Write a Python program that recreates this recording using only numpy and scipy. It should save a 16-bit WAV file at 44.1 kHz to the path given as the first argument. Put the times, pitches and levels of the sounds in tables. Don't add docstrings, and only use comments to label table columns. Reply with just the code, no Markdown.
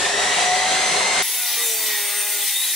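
import sys
import numpy as np
from scipy import signal
from scipy.fft import rfft, irfft, next_fast_len
from scipy.io import wavfile
from scipy.ndimage import uniform_filter1d, map_coordinates

SR = 44100
rng = np.random.default_rng(int(sys.argv[2]) if len(sys.argv) > 2 else 0)


def master_out(mix):
    frames = np.transpose(np.atleast_2d(mix))
    ceiling = np.clip(frames, -1, 1)
    pcm = np.round(ceiling * 32767).astype(np.int16)
    wavfile.write(sys.argv[1], SR, pcm)


N = 121275
T = np.arange(N) / SR
SPEED_UP_S, SPEED_UP = 1.225, 5
NATURAL, FAST = T < SPEED_UP_S, T >= SPEED_UP_S
TOP_HZ = 15750
EAR_SPLIT = np.array([[.5], [-.5]])


def amp(db):
    return 10 ** (np.asarray(db) / 20)


def unit(x):
    return x / np.sqrt(np.mean(np.abs(x) ** 2) + 1e-20)


def along(points, hz):
    knots, values = np.transpose(points)
    return np.interp(np.log(hz + 1), np.log(knots + 1), values)


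def curves(rows):
    times, *columns = np.transpose(rows)
    return [np.interp(T, times, column) for column in columns]


def wobble(clock):
    return map_coordinates(rng.standard_normal(int(clock[-1]) + 3), [clock], order=2)


def filtered(x, response):
    size = next_fast_len(N + 8192)
    return irfft(rfft(x, size) * response(np.fft.rfftfreq(size, 1 / SR)), size)[..., :N]


def rush(spectrum, correlation, left_db, patch_db):
    cells = signal.stft(rng.standard_normal((2, N)), nperseg=1024)[2]
    patches = uniform_filter1d(rng.standard_normal(cells.shape[1:]), size=3, axis=0)
    patches = unit(uniform_filter1d(patches, size=6, axis=1))
    pair = signal.istft(cells * amp(patch_db * patches), nperseg=1024)[1][:, :N]
    angle = lambda hz: np.arccos(np.clip(along(correlation, hz), -1, 1)) / 2
    mid, side = filtered(pair, lambda hz: amp(along(spectrum, hz)) * [np.cos(angle(hz)), np.sin(angle(hz))])
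    ears = np.array([mid + side, mid - side])
    return unit(filtered(ears, lambda hz: amp(along(left_db, hz) * EAR_SPLIT)))


def tone(order, turns, rms):
    leads = [(2, .1), (3, 0.95), (4, .3), (5, 0.065), (13, 0.06), (16, 0.47), (24, 0.65), (43, 1.16),
             (80, 0.79), (130, 0.91)]
    phase = 2 * np.pi * order * turns + rng.uniform(0, 2 * np.pi)
    lead = along(leads, order) * rng.uniform(0.41, 1.04)
    return np.sqrt(2) * rms * np.sin(phase + lead * EAR_SPLIT)


def motor_roar():
    # time_s, level_db
    levels = [(0.0, -19), (0.032, -19), (0.464, -19.5), (0.532, -20), (0.55, -19), (1.192, -18.5),
              (1.22, -19)]
    # frequency_hz, relative_db
    spectrum = [(15, -54), (25, -46), (64, -26), (120, -23.5), (180, -14), (317, -20.5), (394, -5),
                (451, -16), (607, -10.5), (734, 2), (818, -6), (1070, -5), (1190, -10), (1700, -7),
                (1940, -5.5), (2280, -8), (3620, -7.5), (5430, -12), (7920, -9), (10100, -16), (11300, -35),
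                (14000, -35), (16000, -59)]
    # frequency_hz, correlation
    likeness = [(60, 0.73), (99, 0.54), (160, 0.96), (270, 0.93), (450, 0.91), (740, 0.52), (1220, 0.37),
                (2010, 0.26), (3330, 0.9), (5500, 0.043), (9080, -0.17), (15000, 0.14)]
    # frequency_hz, left_over_right_db
    balance = [(60, 6), (240, -2.7), (950, 3), (3770, 0.6), (15000, -1)]
    level_db = curves(levels)[0] - 1.5 + 1.14 * wobble(14 * T)
    return amp(level_db) * rush(spectrum, likeness, balance, patch_db=1.5) * NATURAL


def body_resonance():
    # pitch_hz, width_hz, natural_level_db, fast_level_db
    modes = [(79, 12, -55, -60), (164.9, 3.3, -59, -53.5), (288.4, 14, -50.5, -58.5),
             (411.6, 17, -41, -45.5), (483, 6.6, -48, -45.5), (529.6, 39, -41, -41.5),
             (602.4, 14, -42, -45), (729, 30, -39.5, -37.5), (816, 2.4, -48, -45), (901, 29, -40.5, -45.5),
             (1095, 18, -49, -51), (1191, 20, -48, -53.5), (1285, 9.2, -43, -41.5)]
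    out = 0
    for speed, column, active in ((1, 0, NATURAL), (SPEED_UP, 1, FAST)):
        def response(hz):
            return sum(amp(db[column]) / np.sqrt(speed * width) / (1 + (2 * (hz / speed - pitch) / width) ** 2)
                       for pitch, width, *db in modes)
        mid, side = filtered(rng.standard_normal((2, N)), response) * np.sqrt(2 * SR / np.pi)
        out = out + active * np.array([mid + .033 * side, mid - .033 * side])
    return out


def grinding(turns):
    # time_s, low_db, middle_db, treble_db
    levels = [(1.23, -47, -28.5, -31), (1.4, -48.5, -29, -29.5), (1.54, -47, -27.5, -31),
              (1.66, -45, -28.5, -27.5), (1.78, -47.5, -32, -27.5), (1.9, -43, -26, -28),
              (2.0, -48, -29, -32), (2.27, -50, -32, -31.5), (2.44, -47.5, -29.5, -30.5),
              (2.49, -51.5, -26.5, -31.5), (2.56, -52.5, -30, -29.5), (2.65, -48, -28.5, -28.5),
              (2.75, -50.5, -26, -27)]
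    trims = [4, 0, 4.5]
    # frequency_hz, relative_db
    spectra = [
        [(18, -59), (30, -36), (209, -11), (418, -3.5), (539, -3), (769, -5.5), (836, 2.5), (1110, -1.5),
         (1540, -4.5), (1700, -2.5), (2210, -18), (3740, -120)],
        [(1000, -41), (1700, -8.5), (1990, 4), (2270, -10.5), (2440, -16.5), (2800, -8.5), (2970, -8),
         (3240, -1), (3670, -0.5), (4330, -3.5), (5690, -0.5), (6220, 0.5), (7000, -20), (9100, -22),
         (15400, -120)],
        [(4120, -38), (7000, -5), (9360, -4), (11800, -5.5), (15100, -8), (16000, -12)],
    ]
    # frequency_hz, correlation
    likeness = [(60, 0.84), (99, 0.65), (160, 0.29), (270, 0.77), (450, 0.55), (740, 0.96), (1220, 0.87),
                (2010, 1), (3330, 0.75), (5500, 0.085), (9080, 0.34), (15000, 0.69)]
    # frequency_hz, left_over_right_db
    balance = [(60, 0.0), (240, 0.043), (950, 0.0), (3770, 0.67), (15000, 1.6)]
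    pulse = 1 + .095 * np.cos(2 * np.pi * turns)
    bands = sum(amp(level + trim + .6 * wobble(12 * T)) * rush(spectrum, likeness, balance, patch_db=2.5)
                for level, trim, spectrum in zip(curves(levels), trims, spectra))
    return pulse * bands * FAST


def wheel_rotation():
    # time_s, rotation_hz
    run_up = [(0, 41.4), (.085, 42.3), (.2, 44), (.36, 45.1), (.55, 46.3), (.79, 47.6), (1.0, 48.3),
              (1.225, 49)]
    # time_s, rotation_hz
    cutting = [(1.225, 49.8), (1.34, 49.4), (1.47, 48.1), (1.55, 47.6), (1.63, 46.95), (1.68, 45.4),
               (1.72, 44.7), (1.78, 44.1), (1.86, 43.2), (1.92, 42), (2.0, 41.05), (2.27, 41.45),
               (2.42, 40.7), (2.5, 43.2), (2.55, 45.4), (2.62, 47.3), (2.75, 49.2)]
    rate = np.where(NATURAL, curves(run_up)[0], SPEED_UP * curves(cutting)[0])
    return rate, np.cumsum(rate) / SR


def wheel_singing(turns):
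    # start_s, end_s, order, level_db, edge_s
    swells = [(.37, .82, 15.85, -27.5, .02), (.47, .55, 15.85, -28, .02), (.84, .95, 15.85, -36, .02),
              (1.25, 1.4, 2, -53, .03), (1.33, 1.62, 3, -45, .04), (1.26, 1.53, 4, -50, .03),
              (1.48, 1.52, 5, -43, .01), (1.56, 1.64, 5, -40, .015), (1.51, 1.63, 10, -39, .015),
              (1.555, 1.6, 10, -38, .01), (1.6, 1.68, 16, -33, .02), (1.63, 1.75, 2, -40, .025),
              (1.54, 2.46, 2, -45.5, .025), (1.67, 1.91, 3, -44.5, .02), (1.97, 2.45, 3, -48, .02),
              (1.92, 2.42, 4, -46, .03), (1.62, 1.7, 33, -37, .015), (1.63, 1.7, 31, -38, .015),
              (1.98, 2.42, 7, -47, .03), (1.93, 2.32, 8, -45, .03), (1.62, 1.72, 26, -34, .015),
              (1.72, 1.82, 26, -41, .015), (1.59, 1.64, 36, -32, .015), (1.67, 1.73, 36, -33, .015),
              (1.74, 1.79, 33, -34, .015), (1.75, 1.82, 21, -34.5, .015), (1.84, 1.88, 39, -33, .015),
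              (1.85, 1.9, 28, -37, .015), (1.86, 1.9, 14, -33, .015), (1.87, 1.92, 11, -34, .015),
              (2.15, 2.38, 29, -39, .04), (2.545, 2.655, 16, -28.5, .008), (2.555, 2.58, 16, -30, .006),
              (2.655, 2.72, 16, -36, .01), (2.63, 2.67, 17, -35, .01), (2.705, 2.735, 15, -33, .01),
              (1.95, 2.4, 10, -41, .03), (1.93, 2.35, 51, -42, .03), (2.1, 2.33, 55, -42, .03),
              (1.97, 2.08, 44, -37, .015), (2.27, 2.37, 44, -39, .015)]
    jitter_turns, waver_db = .0022, 1.6
    step = lambda u: .5 + .5 * np.tanh(u)
    out = 0
    for order in sorted({row[2] for row in swells}):
        envelope = sum(amp(db) * step((T - start) / edge) * step((end - T) / edge)
                       for start, end, k, db, edge in swells if k == order)
        unsteady = turns + jitter_turns * wobble(.5 * turns)
        out = out + tone(order, unsteady, envelope * amp(waver_db * wobble(22 * T)))
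    return out


def wheel_knock(rate, turns):
    # time_s, level_db
    levels = [(1.226, -45), (1.51, -39.5), (1.71, -42.5), (1.96, -39), (2.21, -41.5), (2.41, -41),
              (2.49, -41), (2.74, -66)]
    # frequency_hz, gain_db
    spectrum = [(1000, -19.5), (2000, -2.5), (4000, -16), (8000, -11.5), (12000, -9.5), (16000, -0.5)]
    drift_db, drift_hz = 4, 12
    comb = 0
    for order in [5, 6, *range(9, 77)]:
        gain_db = along(spectrum, order * rate) + drift_db * wobble(drift_hz * T)
        comb = comb + tone(order, turns, amp(gain_db) * (order * rate < TOP_HZ))
    return amp(curves(levels)[0]) * comb * FAST


def gear_whine(rate, turns):
    # time_s, level_db, rattle_fraction, overtone_db
    mesh = [(0, -23, 0.5, -5), (.2, -25.5, 0.9, 3), (.6, -25, 0.7, 1.5), (.9, -25.5, 0.75, 4),
            (1.22, -21, 0.43, -0.5), (1.23, -28.5, 0.87, 2), (1.6, -30, 1, 0), (1.9, -41, 1, 0),
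            (1.99, -25.5, 0.33, 0), (2.2, -22.5, 0.36, 0), (2.38, -28.5, 0.45, 0), (2.46, -26.5, 0.98, 0),
            (2.6, -31, 1, 0), (2.75, -31, 1, -6)]
    # level_db, sideband_fall_db_per_order, width_orders
    harmonics = [(0, 3.2, .45), (-5.5, 4, .45), (-9, 2, 1.1), (-18, 2, .6)]
    # natural_db, fast_db
    haze_db = [-2, -0.5]
    # natural_db, fast_db
    left_db = [0.5, 4.5]
    teeth, haze_orders = 43, 8
    rattle_waver_db, clean_waver_db = 4, 2.2
    level_db, rattle, overtone_db = curves(mesh)
    rattle = np.clip(rattle, 0, 1)
    haze = amp(np.where(NATURAL, *haze_db)) * rattle
    out = sum(tone(teeth, turns + lag / teeth, haze * wobble(haze_orders * turns)) for lag in (0, .25))
    for harmonic, (db, fall_db, width) in enumerate(harmonics, 1):
        gain = (harmonic * teeth * rate < TOP_HZ) * amp(db + overtone_db * (harmonic > 1))
        for sideband in range(-4, 5):
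            order = harmonic * teeth + sideband
            rattling = rattle * amp(rattle_waver_db * wobble(width * turns) - fall_db * abs(sideband))
            clean = (1 - rattle) * (sideband == 0) * amp(clean_waver_db * wobble(30 * T))
            jitter_turns = (.1 + rattle) * wobble(width * turns) / (4 * order)
            out = out + tone(order, turns + jitter_turns, (rattling + clean) * gain)
    return amp(level_db - 7.5 + np.where(NATURAL, *left_db) * EAR_SPLIT) * out


def scene():
    rate, turns = wheel_rotation()
    tones = gear_whine(rate, turns) + wheel_knock(rate, turns) + wheel_singing(turns) + body_resonance()
    return tones * amp(1.4 * EAR_SPLIT) + motor_roar() + grinding(turns)


def record(dry):
    ceiling = .56
    soft = dry / (1 + np.abs(dry / ceiling) ** 6) ** (1 / 6)
    return filtered(soft, lambda hz: hz < TOP_HZ)


dry = scene()
out = record(dry)
master_out(out)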